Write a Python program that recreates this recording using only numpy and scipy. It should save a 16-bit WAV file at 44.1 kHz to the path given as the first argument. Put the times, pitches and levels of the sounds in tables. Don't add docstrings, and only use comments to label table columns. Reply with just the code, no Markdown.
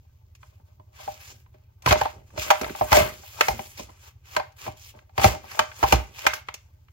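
import sys
import numpy as np
from scipy import signal
from scipy.fft import rfft, irfft
from scipy.io import wavfile

SR = 44100
rng = np.random.default_rng(int(sys.argv[2]) if len(sys.argv) > 2 else 0)


def unload_wav(signal):
    wavfile.write(
        sys.argv[1],
        SR,
        np.round(np.clip(np.atleast_2d(signal).T, -1, 1) * 32767).astype(np.int16),
    )


N = 305172

# start_s [s], hollow_db [dB], hard_above_hollow_db [dB], struck_pitch_hz [Hz]
KNOCKS = [(0.429, -49.5, 0, 1140), (.597, -61, -11, 934), (0.797, -49, -13.5, 1070), (0.999, -43, -23, 770),
          (1.076, -26, -20, 750), (1.082, -44, -17, 790), (1.46, -59.5, -3, 1040), (1.541, -60, -5, 606),
          (1.86, -12.5, -3, 1110), (1.873, -18.5, -5.5, 1000), (1.908, -22, 10, 896),
          (1.917, -13.5, -6, 990), (1.924, -13.5, 1.5, 676), (1.954, -25, -6.5, 816),
          (2.012, -14.5, -8.5, 870), (2.054, -19, -14.5, 904), (2.303, -58, 1.5, 991),
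          (2.375, -25.5, -9, 547), (2.503, -11, 0.5, 932), (2.509, -15, -1.5, 799), (2.555, -40, 6.5, 840),
          (2.611, -26.5, -3.5, 640), (2.632, -29, -3.5, 641.4), (2.643, -34.5, 6, 688),
          (2.695, -35, 0.5, 550), (2.748, -34, -4, 810), (2.81, -16, -18.5, 810), (2.817, -23, -12.5, 787),
          (2.84, -43.5, -8.5, 900), (2.918, -13, -2.5, 740), (2.927, -12, 2, 920), (2.967, -11, -10, 614),
          (2.997, -17.5, -12.5, 644), (3.233, -48, -3.5, 760), (3.408, -15, 6.5, 534),
          (3.482, -13.5, -8, 810), (3.505, -26.5, -22.5, 840), (3.591, -28.5, -5.5, 760),
          (3.794, -33.5, -30, 637), (3.892, -52, 1, 1030), (4.364, -16.5, 0, 1235), (4.397, -23, -9, 768),
          (4.664, -34, -1, 795), (4.676, -30.5, -13, 830), (4.948, -55.5, -4, 556),
          (4.988, -58.5, 11, 1095), (5.093, -58, -1.5, 772), (5.178, -19.5, 0, 777),
          (5.195, -23.5, -0.5, 799), (5.215, -24, -8.5, 810), (5.242, -10, -1.5, 774),
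          (5.259, -16.5, -23, 600), (5.515, -48, 8.5, 760), (5.546, -36, -3, 730), (5.591, -14.5, 3, 835),
          (5.715, -61.5, 23.5, 1110), (5.828, -15, -8.5, 864), (5.836, -11.5, -12, 823),
          (5.923, -8, -2.5, 790), (5.937, -22.5, -3.5, 583), (6.184, -43, 2.5, 1050),
          (6.265, -15, 6.5, 940), (6.333, -33.5, 8.5, 1090), (6.485, -35, 6.5, 990), (6.812, -80, 2, 1000),
          (6.883, -71.5, 15.5, 958)]
# start_s [s], length_s [s], first_hiss_db [dB], last_hiss_db [dB],
# fade_db_per_s [dB/s], treble_lift_db [dB]
SLIDES = [(0.416, 0.13, -67, -72, 300, -0.5), (.65, 0.028, -85, -79.5, 200, 4.5),
          (0.947, .05, -57, -51.5, 300, -8), (1.011, 0.17, -48.5, -54, 294, -4.5),
          (1.206, 0.11, -49.5, -52, 400, -1.5), (1.35, 0.058, -67, -70.5, 300, 0),
          (1.547, 0.027, -60, -72.5, 103, -19), (1.871, 0.017, -32.5, -23, 254, -9.5),
          (1.977, 0.055, -36, -37, 182, -10), (2.267, 0.086, -72.5, -68, 306.5, 0.5),
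          (2.38, 0.044, -41, -33, 131, -5), (2.48, .12, -47, -42.5, 157.5, -4.5),
          (2.608, .1, -46.5, -42.5, 152, -6.5), (2.76, 0.21, -43, -43, 300, -4.5),
          (2.914, 0.049, -34.5, -19.5, 162, -7), (3.166, 0.32, -57, -41.5, 154, -1.5),
          (3.443, 0.28, -51.5, -51.5, 202, -1.5), (3.773, .02, -47.5, -38.5, 282, -3.5),
          (3.89, 0.17, -63, -61.5, 298, -6.5), (4.013, 0.072, -56, -47, 523, -6),
          (4.257, 0.086, -54.5, -42.5, 160.5, -10.5), (4.587, 0.064, -49.5, -42, 203, -6.5),
          (4.774, 0.13, -62.5, -57.5, 802, 6), (4.962, 0.05, -67, -71, 352, -5),
          (5.178, 0.064, -42.5, -19, 220.5, -9.5), (5.388, 0.13, -63.5, -42, 57, -7.5),
          (5.766, 0.045, -46.5, -42, 604, -6), (5.825, .11, -37, -30, 238, -9),
          (6.034, 0.19, -64, -43.5, 302, -10.5), (6.15, .13, -47.5, -42, 499, -5.5),
          (6.283, 0.081, -55, -43.5, 406, -3.5), (6.47, 0.16, -61, -72, 36.5, -8)]
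# deepest_s [s], crunch_db [dB], rumble_db [dB]
BITES = [(.53, -83, -89), (.69, -69, -91), (1.0, -52, -85), (1.07, -58, -60.5), (1.31, -75, -61),
         (1.913, -27.5, -40.5), (2.041, -51.5, -64), (2.168, -66.5, -52), (2.373, -48, -46),
         (2.471, -36, -56), (2.632, -43.5, -44.5), (2.823, -49, -52), (2.95, -22, -42.5),
         (3.005, -25.5, -32), (3.409, -34.5, -51), (3.557, -57.5, -47.5), (3.811, -74, -51.5),
         (3.9, -58.5, -73), (4.38, -41, -81), (4.667, -51.5, -53.5), (4.97, -56, -65.5), (5.253, -31, -33),
         (5.45, -54, -57.5), (5.596, -37.5, -65), (5.84, -39.5, -45), (5.94, -32, -37), (6.245, -42.5, -57),
         (6.36, -54, -75), (6.49, -64, -88)]
# start_s [s], level_db [dB]
SNAPS = [(0.35, -52.5), (1.21, -50.5), (1.821, -48), (2.151, -68), (2.613, -31.5), (2.967, -19.5),
         (3.483, -30), (3.658, -45), (3.775, -41.5), (4.52, -60), (4.86, -50.5), (5.452, -55.5),
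         (5.513, -41.5), (5.926, -29), (6.186, -50), (6.267, -29.5), (6.336, -28.5), (6.54, -33)]
# start_s [s], tray_thud_db [dB], counter_thump_db [dB]
THUDS = [(.597, -63, -54), (0.793, -59, -50), (1.076, -65, -42), (1.544, -55, -62), (1.859, -29, -19.5),
         (1.874, -29.5, -39), (1.906, -25, -19), (1.954, -30, -51), (2.008, -54, -30.5), (2.373, -47, -35),
         (2.612, -27, -58), (2.698, -32, -65), (2.808, -35, -29), (2.916, -23.5, -20.5), (2.97, -23, -28),
         (2.999, -33, -24), (3.411, -46, -65), (3.481, -35.5, -27), (3.533, -38, -38), (3.59, -40, -60),
         (3.797, -41, -58), (3.893, -52, -57), (4.362, -37, -37.5), (4.67, -35, -35), (4.949, -51.5, -76),
         (5.178, -33.5, -26), (5.213, -47, -41), (5.242, -21.5, -16), (5.592, -33, -38), (5.829, -44, -21),
         (5.923, -17, -12), (6.263, -38, -43)]
# pitch_hz [Hz], level_db [dB], t60_s [s], left_over_right_db [dB]
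HOLLOW_MODES = [(524, -8.5, 0.017, -4), (614, 1, 0.13, -2), (656, -8.5, 0.042, 3), (787.5, -1.5, 0.07, 3),
                (873.5, -1, 0.024, 3.5), (906, -2.5, 0.052, -3.5), (1025, -1, 0.037, -3.5)]
# pitch_hz [Hz], level_db [dB], t60_s [s], left_over_right_db [dB]
HARD_MODES = [(1150, -2, .025, -4), (1310, -3, .022, -4), (1450, -4, .02, -3), (1580, -3, .022, 0),
              (1780, -6, .016, 0), (2010, -4, .016, 1), (2170, 0, .022, 2), (2400, -3, .016, 1),
              (2650, -5, .014, 1), (2980, -5, .013, 2), (3340, -8, .012, 3), (3750, -9, .011, 3),
              (4200, -9, .011, 3), (4650, -10, .011, 3)]
# pitch_hz [Hz], level_db [dB], t60_s [s], left_over_right_db [dB]
TRAY_MODES = [(187.4, 3.5, 0.037, -1.5), (230, -4.5, 0.099, 2.5), (310.3, 4.5, 0.034, -3),
              (389, 0, 0.057, -11), (510, 8, 0.012, -10)]
# pitch_hz [Hz], level_db [dB], t60_s [s], left_over_right_db [dB]
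COUNTER_MODES = [(64, 0, .17, -2.3), (80, -4, .1, -2.3), (98, -4, .09, -2.3), (114, -3, .09, -2.3),
                 (140, -7, .06, -2.3)]
# frequency_hz [Hz], density_db [dB per Hz]
SCRAPE_SPECTRUM = [(180, -38), (300, -15), (398, -10.5), (612, -8.5), (676, -18.5), (785, -4.5),
                   (1290, -11), (1990, -9), (2390, -3.5), (3990, -10.5), (6560, -3), (8990, -16),
                   (11300, -11), (15800, -6.5)]
# time_s [s], turns_completed [turns]
ENGINE_TURNS = [(-.004, 0), (.487, 6), (.879, 11), (1.284, 16), (1.768, 22), (2.737, 34), (3.842, 48),
                (4.246, 53), (4.565, 57), (4.973, 62), (6.421, 80), (6.984, 87)]
# multiple_of_turn_rate [whole number], level_db [dB]
ENGINE_ORDERS = [(3, -86), (4, -65), (5, -62.5), (6, -61), (7, -59), (8, -55), (9, -59), (10, -68.5),
                 (11, -77), (12, -82), (13, -90.5), (14, -92.5), (15, -91), (16, -83.5)]
# frequency_hz [Hz], density_db [dB per Hz]
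AIR_SPECTRUM = [(15, -40.5), (25, -13), (102, -1), (126, -1.5), (161, -20.5), (269, -25.5), (414, -25.5),
                (620, -45), (857, -26), (1060, -42.5), (6490, -44), (8970, -65), (12100, -43.5),
                (15800, -35)]

HOLLOW_S, HARD_S, CRACK_S, SNAP_S, THUD_S, THUMP_S = 0.0037, 0.0031, 0.0047, 0.0057, 0.0095, 0.0135
SLIDE_RISE_DB_PER_S, BITE_RISE_DB_PER_S = 801, 445
CRUNCH_FADE_DB_PER_S, RUMBLE_FADE_DB_PER_S = 259.5, 164.5
REST_DB = -82.5
TREBLE_HZ, CRACK_TOP_HZ = 2320, 6950
KNOCK_CRACK_DB, CRACK_DB_PER_DB = -1, 0.6
LEFT_LAG = 11
ECHO_LOW_HZ = 1390
KITCHEN_T60_S, EXTRA_TREBLE_T60_S, WALL_CUT_HZ = 0.28, 0.17, 4000
EARLY_BEAT_TURNS, EARLY_BEAT_DB = 0.24, -5
AIR_DB = -59.5
CUTOFF_HZ = 15800


def frame():
    start_s, hollow_db, harder_db, struck_hz = np.transpose(KNOCKS)
    crunch_db = crunch_level()
    crunch = from_db(crunch_db + 5.3 * drift(62)) * grains(770, 4.9)
    rasp_db = 0.57 * hiss_level() + 0.42 * crunch_db + 0.83 * drift(40)
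    rasp = from_db(rasp_db) * grains(1500, 1.4)
    hollow_push = blows(start_s, hollow_db + 7.5, HOLLOW_S)
    hard_push = blows(start_s, hollow_db + harder_db + 1.5, HARD_S)
    hollow = body(HOLLOW_MODES, hollow_push, from_db(-26) * crunch, 5.7, struck_hz)
    hard = body(HARD_MODES, hard_push, from_db(-24) * rasp, 3.2)
    return hollow + hard


def rails():
    friction = 0.6 * grains(9000, 1.3) + 0.8 * rng.standard_normal((2, N))
    scale = 1 / np.std(coloured(friction, SCRAPE_SPECTRUM))
    ticks = 0.55 * grains(300, 3.0)
    hiss_db = hiss_level()
    hiss = patchy(from_db(hiss_db + 1.5 * drift(40) + 1.5) * (friction + ticks), 2.3)
    treble = filtered(hiss, 2, TREBLE_HZ, "high")
    scrape = filtered(hiss, 2, TREBLE_HZ) - from_db(treble_level() - hiss_db) * treble
    start_s, hollow_db, harder_db, _ = np.transpose(KNOCKS)
    crack_db = hollow_db + harder_db + KNOCK_CRACK_DB + CRACK_DB_PER_DB * hollow_db
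    snap_s, snap_db = np.transpose(SNAPS)
    bursts = blows(start_s, crack_db, CRACK_S) + blows(snap_s, snap_db, SNAP_S)
    cracks = filtered(from_db(29.5) * bursts * friction, 1, CRACK_TOP_HZ)
    return scale * coloured(scrape + cracks, SCRAPE_SPECTRUM)


def tray_and_counter():
    start_s, thud_db, thump_db = np.transpose(THUDS)
    rumble_rows = [(s, 0, db, db, RUMBLE_FADE_DB_PER_S) for s, _, db in BITES]
    rumble = from_db(swells(rumble_rows, BITE_RISE_DB_PER_S)) * grains(400, 3.3)
    low = body(TRAY_MODES, blows(start_s, thud_db - 3, THUD_S), from_db(-26.5) * rumble, 0.52)
    low += body(COUNTER_MODES, blows(start_s, thump_db + 0.5, THUMP_S), from_db(-29) * rumble, 1.5)
    return filtered(low, 4, 52, "high")


def hiss_level():
    return swells([row[:-1] for row in SLIDES], SLIDE_RISE_DB_PER_S)


def treble_level():
    rows = [(s, length, first + lift, last + lift, fade) for s, length, first, last, fade, lift in SLIDES]
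    return swells(rows, SLIDE_RISE_DB_PER_S)


def crunch_level():
    rows = [(s, 0, db, db, CRUNCH_FADE_DB_PER_S) for s, db, _ in BITES]
    return swells(rows, BITE_RISE_DB_PER_S)


def body(modes, push, rubbing, patchy_db, struck_hz=None):
    out = 0
    knock_at = (np.array(KNOCKS)[:, 0] * SR).astype(int)
    latest = np.maximum(np.searchsorted(knock_at, np.arange(N), "right") - 1, 0)
    for k, (hz, mode_db, t60, balance_db) in enumerate(modes):
        force = push * rng.standard_normal(N)
        if struck_hz is not None:
            loss_db = np.minimum(30 * np.abs(np.log2(hz / struck_hz)), 15)
            force = force * from_db(-loss_db)[latest]
        force = force + rubbing * from_db(patchy_db * drift(14.0))
        flip = -1 if k % 2 and hz > 500 else 1
        gains = sides(balance_db) * [1, flip]
        out = out + from_db(mode_db) * gains[:, None] * ring(force, hz, t60)
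    return out


def ring(force, hz, t60):
    r, w = from_db(-60 / (t60 * SR)), 2 * np.pi * hz / SR
    return signal.lfilter([0, np.sin(w)], [1, -2 * r * np.cos(w), r * r], force + 1e-18)


def blows(times, level_db, contact_s):
    push, t = np.zeros(N + SR), np.arange(SR // 10) / SR / contact_s
    shape = (1 - np.exp(-4.0 * t)) * np.exp(-t)
    shape = shape / np.sqrt(np.sum(shape ** 2))
    for s, db in zip(times, level_db):
        at = int(s * SR)
        push[at:at + len(t)] += from_db(db) * shape
    return push[:N]


def swells(rows, rise_db_per_s):
    t = np.arange(0, N + 64, 64) / SR
    power = from_db(2 * REST_DB)
    for start, length, first_db, last_db, fade in rows:
        level_db = np.interp(t, [start, start + max(length, 1e-4)], [first_db, last_db])
        level_db = level_db - rise_db_per_s * np.maximum(start - t, 0)
        level_db = level_db - fade * np.maximum(t - start - length, 0)
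        power = power + from_db(2 * level_db)
    return np.interp(np.arange(N) / SR, t, 10 * np.log10(power))


def grains(per_s, spread_db):
    sizes = from_db(spread_db * np.minimum(rng.exponential(1, N), 5)) * rng.choice([-1, 1], N)
    return rms_one(sizes * (rng.random(N) < per_s / SR))


def patchy(x, patchy_db):
    edges = [300, 1200, 2000, 3200, 5000, 8000, 12000, 18000]
    out = 0
    for k, band in enumerate(zip(edges, edges[1:])):
        out = out + (-1) ** k * from_db(patchy_db * drift(7.5)) * filtered(x, 2, band, "band")
    return out


def kitchen(x):
    t = np.arange(SR // 2) / SR
    white = rng.standard_normal((2, len(t)))
    dull = filtered(white, 1, WALL_CUT_HZ)
    echo = dull + (white - dull) * from_db(-60 * t / EXTRA_TREBLE_T60_S)
    echo = echo * from_db(-60 * t / KITCHEN_T60_S) * np.minimum(t / 0.0016, 1)
    return signal.fftconvolve(x, echo / np.sqrt(np.sum(echo ** 2) / 2), axes=1)[:, :N]


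def engine(spread=0.14, waver_db=0.5):
    time_s, turns = np.transpose(ENGINE_TURNS)
    turn = np.interp(np.arange(N) / SR, time_s, turns)
    out = 0
    for k, db in ENGINE_ORDERS:
        angle = 2 * np.pi * k * turn + spread * (k - 8) ** 2
        early = from_db(EARLY_BEAT_DB) * np.cos(angle + 2 * np.pi * k * EARLY_BEAT_TURNS)
        out = out + from_db(db + waver_db * drift(4.3)) * (early - np.cos(angle))
    return out * sides(-0.5)[:, None]


def room_air():
    own = filtered(rng.standard_normal((2, N)), 2, 200, "high")
    shared = filtered(rng.standard_normal(N), 2, 200)
    return from_db(AIR_DB) * rms_one(coloured(own + shared, AIR_SPECTRUM))


def coloured(white, spectrum):
    hz = np.maximum(np.fft.rfftfreq(N, 1 / SR), 1)
    point_hz, point_db = np.transpose(spectrum)
    gain = from_db(np.interp(np.log(hz), np.log(point_hz), point_db))
    return irfft(rfft(white) * gain, N)


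def drift(rate):
    r = np.exp(-80 * np.pi * rate / SR)
    slow = signal.lfilter([1], [1, -2 * r, r * r], rng.standard_normal(N // 40 + 2002))[2000:]
    return np.interp(np.arange(N) / 40, np.arange(len(slow)), rms_one(slow))


def filtered(x, order, hz, kind="low"):
    return signal.sosfilt(signal.butter(order, hz, kind, fs=SR, output="sos"), x)


def sides(balance_db):
    return from_db(np.multiply.outer([.5, -.5], balance_db))


def rms_one(x):
    return x / np.sqrt(np.mean(x ** 2) + 1e-20)


def from_db(db):
    return 10 ** (np.asarray(db) / 20)


def scene():
    near = filtered(frame() + rails(), 2, 330, "high")
    near[0] = np.roll(near[0], LEFT_LAG)
    near_echo = from_db(-10.5) * kitchen(filtered(near, 1, ECHO_LOW_HZ, "high"))
    low = tray_and_counter()
    low_echo = from_db(-16.0) * kitchen(low)
    return near + near_echo + low + low_echo + engine() + room_air()


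def record(dry):
    rounded = np.tanh(dry)
    return signal.sosfilt(signal.ellip(12, .5, 90, CUTOFF_HZ, fs=SR, output="sos"), rounded)


dry = scene()
out = record(dry)
unload_wav(out)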